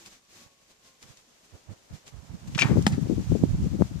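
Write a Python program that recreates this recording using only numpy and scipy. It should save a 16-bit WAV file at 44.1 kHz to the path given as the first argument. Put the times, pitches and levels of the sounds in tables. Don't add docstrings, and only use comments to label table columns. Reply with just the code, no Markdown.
import sys
import numpy as np
from scipy import signal
from scipy.fft import rfft, irfft, next_fast_len
from scipy.io import wavfile
from scipy.ndimage import uniform_filter1d, map_coordinates

SR = 44100
rng = np.random.default_rng(int(sys.argv[2]) if len(sys.argv) > 2 else 0)


def to_wav(s):
    ch = np.atleast_2d(s).T
    pcm = np.round(np.clip(ch, -1, 1) * 32767)
    wavfile.write(sys.argv[1], SR, pcm.astype(np.int16))


def level_to_linear(level):
    exponent = np.asarray(level, float) / 20
    return 10 ** exponent


N = 176400


def unit(x):
    return x / np.sqrt(np.mean(x ** 2) + 1e-20)


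def along(points, hz):
    point_hz, value = np.transpose(points)
    return np.interp(np.log(hz + 1), np.log(point_hz + 1), value)


def curves(rows):
    s, *columns = np.transpose(rows)
    return np.array([np.interp(np.arange(N) / SR, s, column) for column in columns])


def wobble(rate):
    knots = rng.standard_normal(int(N * rate / SR) + 4)
    return map_coordinates(knots, [np.arange(N) * rate / SR])


def filtered(x, response):
    m = next_fast_len(x.shape[-1] + 4096)
    spectrum = rfft(x, m) * response(np.fft.rfftfreq(m, 1 / SR))
    return irfft(spectrum, m)[..., :x.shape[-1]]


def hump(centre_hz, rise, fall):
    return lambda f: (f / centre_hz) ** rise / (1 + (f / centre_hz) ** 2) ** ((rise + fall) / 2)


def add(track, s, piece):
    i = round(s * SR)
    room = track[max(i, 0):]
    room[:len(piece) + min(i, 0)] += piece[max(-i, 0):][:len(room)]


def bursts(rows, sharp, rise_s):
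    out, t = np.zeros(N), np.arange(SR // 5) / SR
    for s, db, hz, t60 in rows:
        noise = filtered(rng.standard_normal(len(t)), hump(hz, sharp, sharp))
        grain = level_to_linear(2 * wobble(692)[:len(t)])
        envelope = level_to_linear(db - 6 - 60 * t / t60) * (1 - np.exp(-t / rise_s))
        add(out, s, envelope * unit(grain * noise))
    return out


def rings(rows, rough):
    out, t = np.zeros(N), np.arange(SR // 2) / SR
    for s, rise, db, hz, t60 in rows:
        size = 1 + rough * wobble(394)[:len(t)]
        envelope = level_to_linear(db - 60 * t / t60) * (1 - np.exp(-(t / rise) ** 2))
        add(out, s, envelope * size * np.sin(2 * np.pi * hz * t))
    return out


def ports(x, pan_db, tilt, ring_hz, lag_s=0.0002256, lead_rad=0):
    # hz, left_minus_right_db
    port_tilt = [(60, -7.5), (300, 0.5), (1300, 11.5), (2400, 16), (4400, 2.5), (8000, -13), (15000, 4.5)]
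    side = np.array([[.5], [-.5]])

    def response(f):
        level = level_to_linear(side * (pan_db + tilt * along(port_tilt, f)))
        turn = lead_rad * np.tanh(f / 905) - 2 * np.pi * f * lag_s
        cavity = (1 - (f / ring_hz) ** 2 + .55j * f / ring_hz) ** 1.19
        return level * np.exp(1j * side * turn) / cavity

    return filtered(np.array([x, x]), response)


def hen():
    # start_s, rise_s, peak_db, pitch_hz, t60_s
    clucks = [
        (-.02, .01, -53, 335, 0.34),
        (1.27, 0.01195, -52, 241, 0.12),
    ]
    return rings(clucks, rough=.2)


def fly():
    # time_s, wing_hz, level_db
    flight = [
        (0, 563.6, -67.5),
        (.5, 556, -60),
        (1.2, 508, -62.5),
        (1.6, 473, -78),
    ]
    wing_hz, fly_db = curves(flight)
    turns = 2 * np.pi * np.cumsum(wing_hz * (1 + 0.0031 * wobble(20.6))) / SR
    beat = .9 * np.sin(turns) + np.sin(2 * turns)
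    present = np.arange(N) / SR < flight[-1][0]
    return level_to_linear(fly_db + 45 + 3.5 * wobble(12)) * beat * present


def hiss():
    # pitch_hz, density_db (per Hz)
    colour = [(30, 9), (80, -1), (200, 2), (400, -2), (750, -4.5), (1500, -6.5), (6700, -3), (9000, -13),
              (15000, -19)]
    # pitch_hz, likeness of the ports (0 to 1)
    likeness = [(300, 0.79), (1400, 0.033), (15000, 0.022)]

    def split(f):
        turn = np.arccos(np.clip(along(likeness, f), 0, 1)) / 2
        return level_to_linear(along(colour, f)) * [np.cos(turn), np.sin(turn)]

    common, opposed = filtered(rng.standard_normal((2, N)), split)
    return unit(ports(common, 0, 0.56, SR) + ports(opposed, 0, 0.61, SR) * [[1], [-1]])


def gate():
    # time_s, hiss_db
    rest = [(0, -52), (.2, -64), (1.0, -62.5), (1.3, -62), (2.05, -61), (2.5, -57), (2.6, -44),
            (3.0, -52.5), (4, -54)]
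    # centre_s, length_s, hiss_db
    openings = [(0.071, 0.044, -49), (0.129, 0.12, -53.5), (0.385, 0.2, -52.5), (0.712, 0.05, -58),
                (0.883, 0.13, -58), (1.033, 0.047, -51), (1.097, 0.13, -54), (1.192, 0.077, -58.5),
                (1.452, 0.053, -59.5), (1.563, 0.086, -60), (1.722, 0.081, -59), (1.961, 0.088, -54),
                (2.082, 0.044, -50), (2.481, 0.023, -51), (3.13, 0.15, -54.5), (3.364, 0.48, -55),
                (3.65, 0.077, -55), (3.817, 0.062, -50)]
    t = np.arange(N) / SR
    power = level_to_linear(2 * curves(rest)[0])
    for s, length, db in openings:
        power = power + level_to_linear(2 * db) * np.exp(-((t - s) / (0.29 * length)) ** 2)
    return np.sqrt(power) * level_to_linear(.3 + .9 * wobble(40))


def gear():
    # start_s, peak_db, pitch_hz, t60_s
    ticks = [
        (.058, -44.5, 3600, .07),
        (1.0266, -37, 4040, 0.014),
        (1.171, -50, 4500, 0.045),
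        (2.066, -46, 2986, 0.046),
        (2.079, -34.5, 2855, 0.0077),
        (2.473, -51, 2976, 0.024),
        (2.8235, -35.5, 6100, 0.026),
    ]
    return bursts(ticks, sharp=2.3, rise_s=.0002)


def eddies(rows, kicks, rise, fall):
    out, t = np.zeros(N), np.arange(-SR // 8, SR // 8) / SR
    for s, length, db, hz in rows:
        bell = np.exp(-(t / (0.55 * length)) ** 2)
        swing = bell * filtered(rng.standard_normal(len(t)), hump(1.24 * hz, rise, fall))
        add(out, s + t[0], level_to_linear(db + 1.68) * swing * np.sqrt(np.sum(bell ** 2) / np.sum(swing ** 2)))
    for s, db, hz, rise_ms, way in kicks:
        push = (1 + np.tanh(700 * t / rise_ms)) / 2
        decay = np.exp(-1.77 * hz * np.hypot(t, rise_ms / 1000))
        add(out, s + t[0], np.sign(way) * level_to_linear(db + 3) * push * decay * np.cos(2 * np.pi * hz * t))
    return out


def wind():
    # centre_s, length_s, level_db, pitch_hz
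    eddies_left = [(1.556, 0.048, -56.5, 404), (1.718, 0.051, -52.5, 376), (1.914, 0.019, -40.5, 136),
                   (2.338, 0.062, -46, 163.5), (2.492, 0.022, -30.5, 117.2), (2.627, 0.033, -26.5, 221.1),
                   (2.715, 0.04, -17.5, 210), (2.767, 0.018, -19.5, 229), (2.788, 0.014, -17, 204),
                   (2.814, 0.009, -18.5, 166), (2.986, 0.021, -23.5, 182), (3.026, 0.046, -22, 133.3),
                   (3.06, 0.018, -23.5, 185), (3.118, 0.042, -21.5, 213), (3.192, 0.062, -26, 191),
                   (3.321, 0.016, -19, 188), (3.36, 0.02, -20, 213), (3.418, 0.0656, -28, 185),
                   (3.547, 0.019, -24, 168), (3.596, 0.022, -26.5, 153), (3.656, 0.041, -22.5, 167),
                   (3.744, 0.038, -25.5, 202), (3.808, 0.024, -18, 219), (3.918, 0.011, -28, 138.8),
                   (3.965, 0.027, -27, 100)]
    eddies_right = [(0.466, 0.012, -53, 97.3), (1.047, 0.027, -53, 118), (1.103, 0.028, -48, 97),
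                    (1.544, 0.023155, -41, 127), (1.707, 0.039, -35, 98), (1.939, 0.039, -35.5, 104),
                    (2.14, 0.024, -40, 93.5), (2.171, 0.063, -38, 73), (2.31, 0.021, -32.5, 97),
                    (2.345, 0.04, -34.5, 111), (2.562, 0.01628, -30, 142), (2.655, 0.057, -26.5, 153),
                    (2.743, 0.026, -21.5, 106), (2.776, 0.035, -26, 104.7), (2.939, 0.035, -22.5, 129),
                    (3.136, 0.039, -33, 74), (3.198, 0.014, -24, 101.0), (3.325, 0.0083, -19, 104),
                    (3.44, 0.032, -21.5, 194), (3.507, 0.034, -20.5, 108), (3.543, 0.03, -18, 83),
                    (3.608, 0.045, -22.5, 119), (3.664, 0.031, -26, 104), (3.813, 0.075, -32.5, 74.6)]
    # start_s, peak_db, pitch_hz, rise_ms, direction (sign)
    kicks_left = [(2.6971, -15, 253, 0.39, 1), (2.7159, -6, 190, 0.27, -1), (2.7304, -20, 247, .5, -1),
                  (2.7575, -11, 298, .5, -1), (2.7718, -7.5, 347, 0.29, 1), (2.78, -2.5, 128, 0.93, 1),
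                  (2.9807, -11, 248, .6, -1), (3.0246, -13.5, 131, 0.84, -1), (3.0711, -18.5, 300, 0.45, 1),
                  (3.0988, -5, 290, 0.74, -1), (3.1111, -12, 278, 0.59, -1), (3.181, -13.5, 251, 0.48, -1),
                  (3.3204, -7, 224, 0.31, 1), (3.353, -5, 254, 0.46, 1), (3.8109, -4, 218, 0.36, 1),
                  (3.8214, -2.5, 186, 0.16, 1)]
    kicks_right = [
        (2.559, -12.5, 150, 1, 1),
        (2.6548, -8, 138, 0.49, -1),
        (3.4373, -0.5, 195, .33, 1),
    ]
    # time_s, left_db, right_db
    breeze = [(0, -122, -114), (1.9, -75, -79), (2.15, -63, -52.5), (2.45, -47, -44.5), (2.62, -41, -26.5),
              (2.68, -36, -23.5), (2.95, -28, -30.5), (3.21, -24, -38), (3.25, -53, -24), (3.3, -22.5, -33),
              (3.7, -29.5, -37.5), (3.85, -34, -45), (4, -35, -38)]
    rise, fall = 2.6, 5.5
    lumps = level_to_linear(6.5 * np.clip([wobble(33), wobble(32.965)], -2, 1.5))
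    buffet = unit(lumps * filtered(rng.standard_normal((2, N)), hump(146.0, rise, fall)))
    left = eddies(eddies_left, kicks_left, rise, fall)
    right = eddies(eddies_right, kicks_right, rise, fall)
    low = level_to_linear(curves(breeze)) * buffet + np.array([left, right])
    flutter = unit(filtered(rng.standard_normal((2, N)), hump(494, 1.4, 1.86)))
    strength = np.abs(uniform_filter1d(low ** 2, size=SR // 40))
    return low + level_to_linear(-46) * strength ** 0.13 * flutter


def bow_release():
    # start_s, peak_db, pitch_hz, t60_s
    scrapes = [(2.5486, -21.5, 2980, 0.011), (2.5486, -30, 11000, 0.0055), (2.5525, -33, 2390, 0.043),
               (2.5615, -50, 4000, 0.00992), (2.577, -27.5, 1000, 0.14), (2.579, -26, 3560, 0.033),
               (2.588, -17.5, 2200, 0.044), (2.595, -15.5, 6000, 0.02), (2.5952, -24, 12000, .01),
               (2.62, -49, 12500, 0.037), (2.602, -25.5, 2560, 0.085), (2.608, -27.5, 5740, 0.08),
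               (2.619, -14.5, 2100, 0.054), (2.625, -27, 970, 0.38)]
    # start_s, rise_s, peak_db, pitch_hz, t60_s
    shaft = [(2.6165, .0045, -11, 2340, .05), (2.611, .0012, -12, 2680, .016), (2.62, .002, -24, 2490, .04),
             (2.5912, .0008, -13, 2600, .014), (2.5955, .001, -18, 2480, .02),
             (2.602, .002, -22, 2340, .03), (2.652, .006, -32, 905, .12), (2.5952, .0004, -25, 6200, .012),
             (2.615, .004, -28, 1820, .1)]
    return bursts(scrapes, sharp=3.2, rise_s=.001) + rings(shaft, rough=.3)


def target_hit():
    # start_s, peak_db, pitch_hz, t60_s
    cracks = [
        (2.8659, -15, 5200, 0.004),
        (2.8677, -7.5, 5200, 0.0033),
        (2.8676, -16, 11500, .008),
        (2.869, -22.5, 3960, 0.02),
        (2.8748, -28, 1700, .025),
        (2.8765, -32, 6000, 0.086),
        (2.92, -41.5, 5458, 0.13),
        (2.925, -41, 1630, 0.17),
    ]
    # start_s, rise_s, peak_db, pitch_hz, t60_s
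    straw = [
        (2.867, .001, -6.5, 200, .05),
        (2.8658, .0003, -10.5, 1780, .008),
        (2.8663, .0004, -11, 780, .011),
        (2.8676, .0001, -15, 4750, .004),
        (2.8672, .0003, -15, 1300, .009),
        (2.8659, .0001, -17, 3200, .006),
        (2.8752, .0005, -21, 800, .015),
        (2.94, .003, -39, 800, .06),
    ]
    return bursts(cracks, sharp=2.1, rise_s=.0002) + rings(straw, rough=.05)


def yard(x):
    # pitch_hz, t60_s
    decay = [(1200, 0.74), (3000, 0.19), (10000, 0.22)]
    hz, t, z = signal.stft(rng.standard_normal((2, SR // 2)), SR, nperseg=256)
    tail = signal.istft(z * level_to_linear(-60 * t / along(decay, hz)[:, None]), SR, nperseg=256)[1]
    delayed = np.pad(x, (400, 0))[None]
    return signal.fftconvolve(delayed, tail / np.linalg.norm(tail[0]), axes=1)[:, :N]


def scene():
    small = hen() + gear()
    air = gate() * (hiss() + fly())
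    release = bow_release()
    hit = target_hit()
    near = ports(release, pan_db=2.5, tilt=0.79, ring_hz=6500, lag_s=0, lead_rad=1.43)
    near = near + ports(hit + small, pan_db=.5, tilt=1.0, ring_hz=6440)
    echoes = level_to_linear(-14) * yard(release) + level_to_linear(-18) * yard(hit)
    return near + echoes + wind() + air


def roll_off(x):
    return signal.sosfilt(signal.butter(12, 14830, fs=SR, output="sos"), x)


def record(dry):
    mix = filtered(dry, lambda f: (f < 14830) * f ** 2 / (f ** 2 + 35 ** 2))
    return roll_off(mix)


dry = scene()
out = record(dry)
to_wav(out)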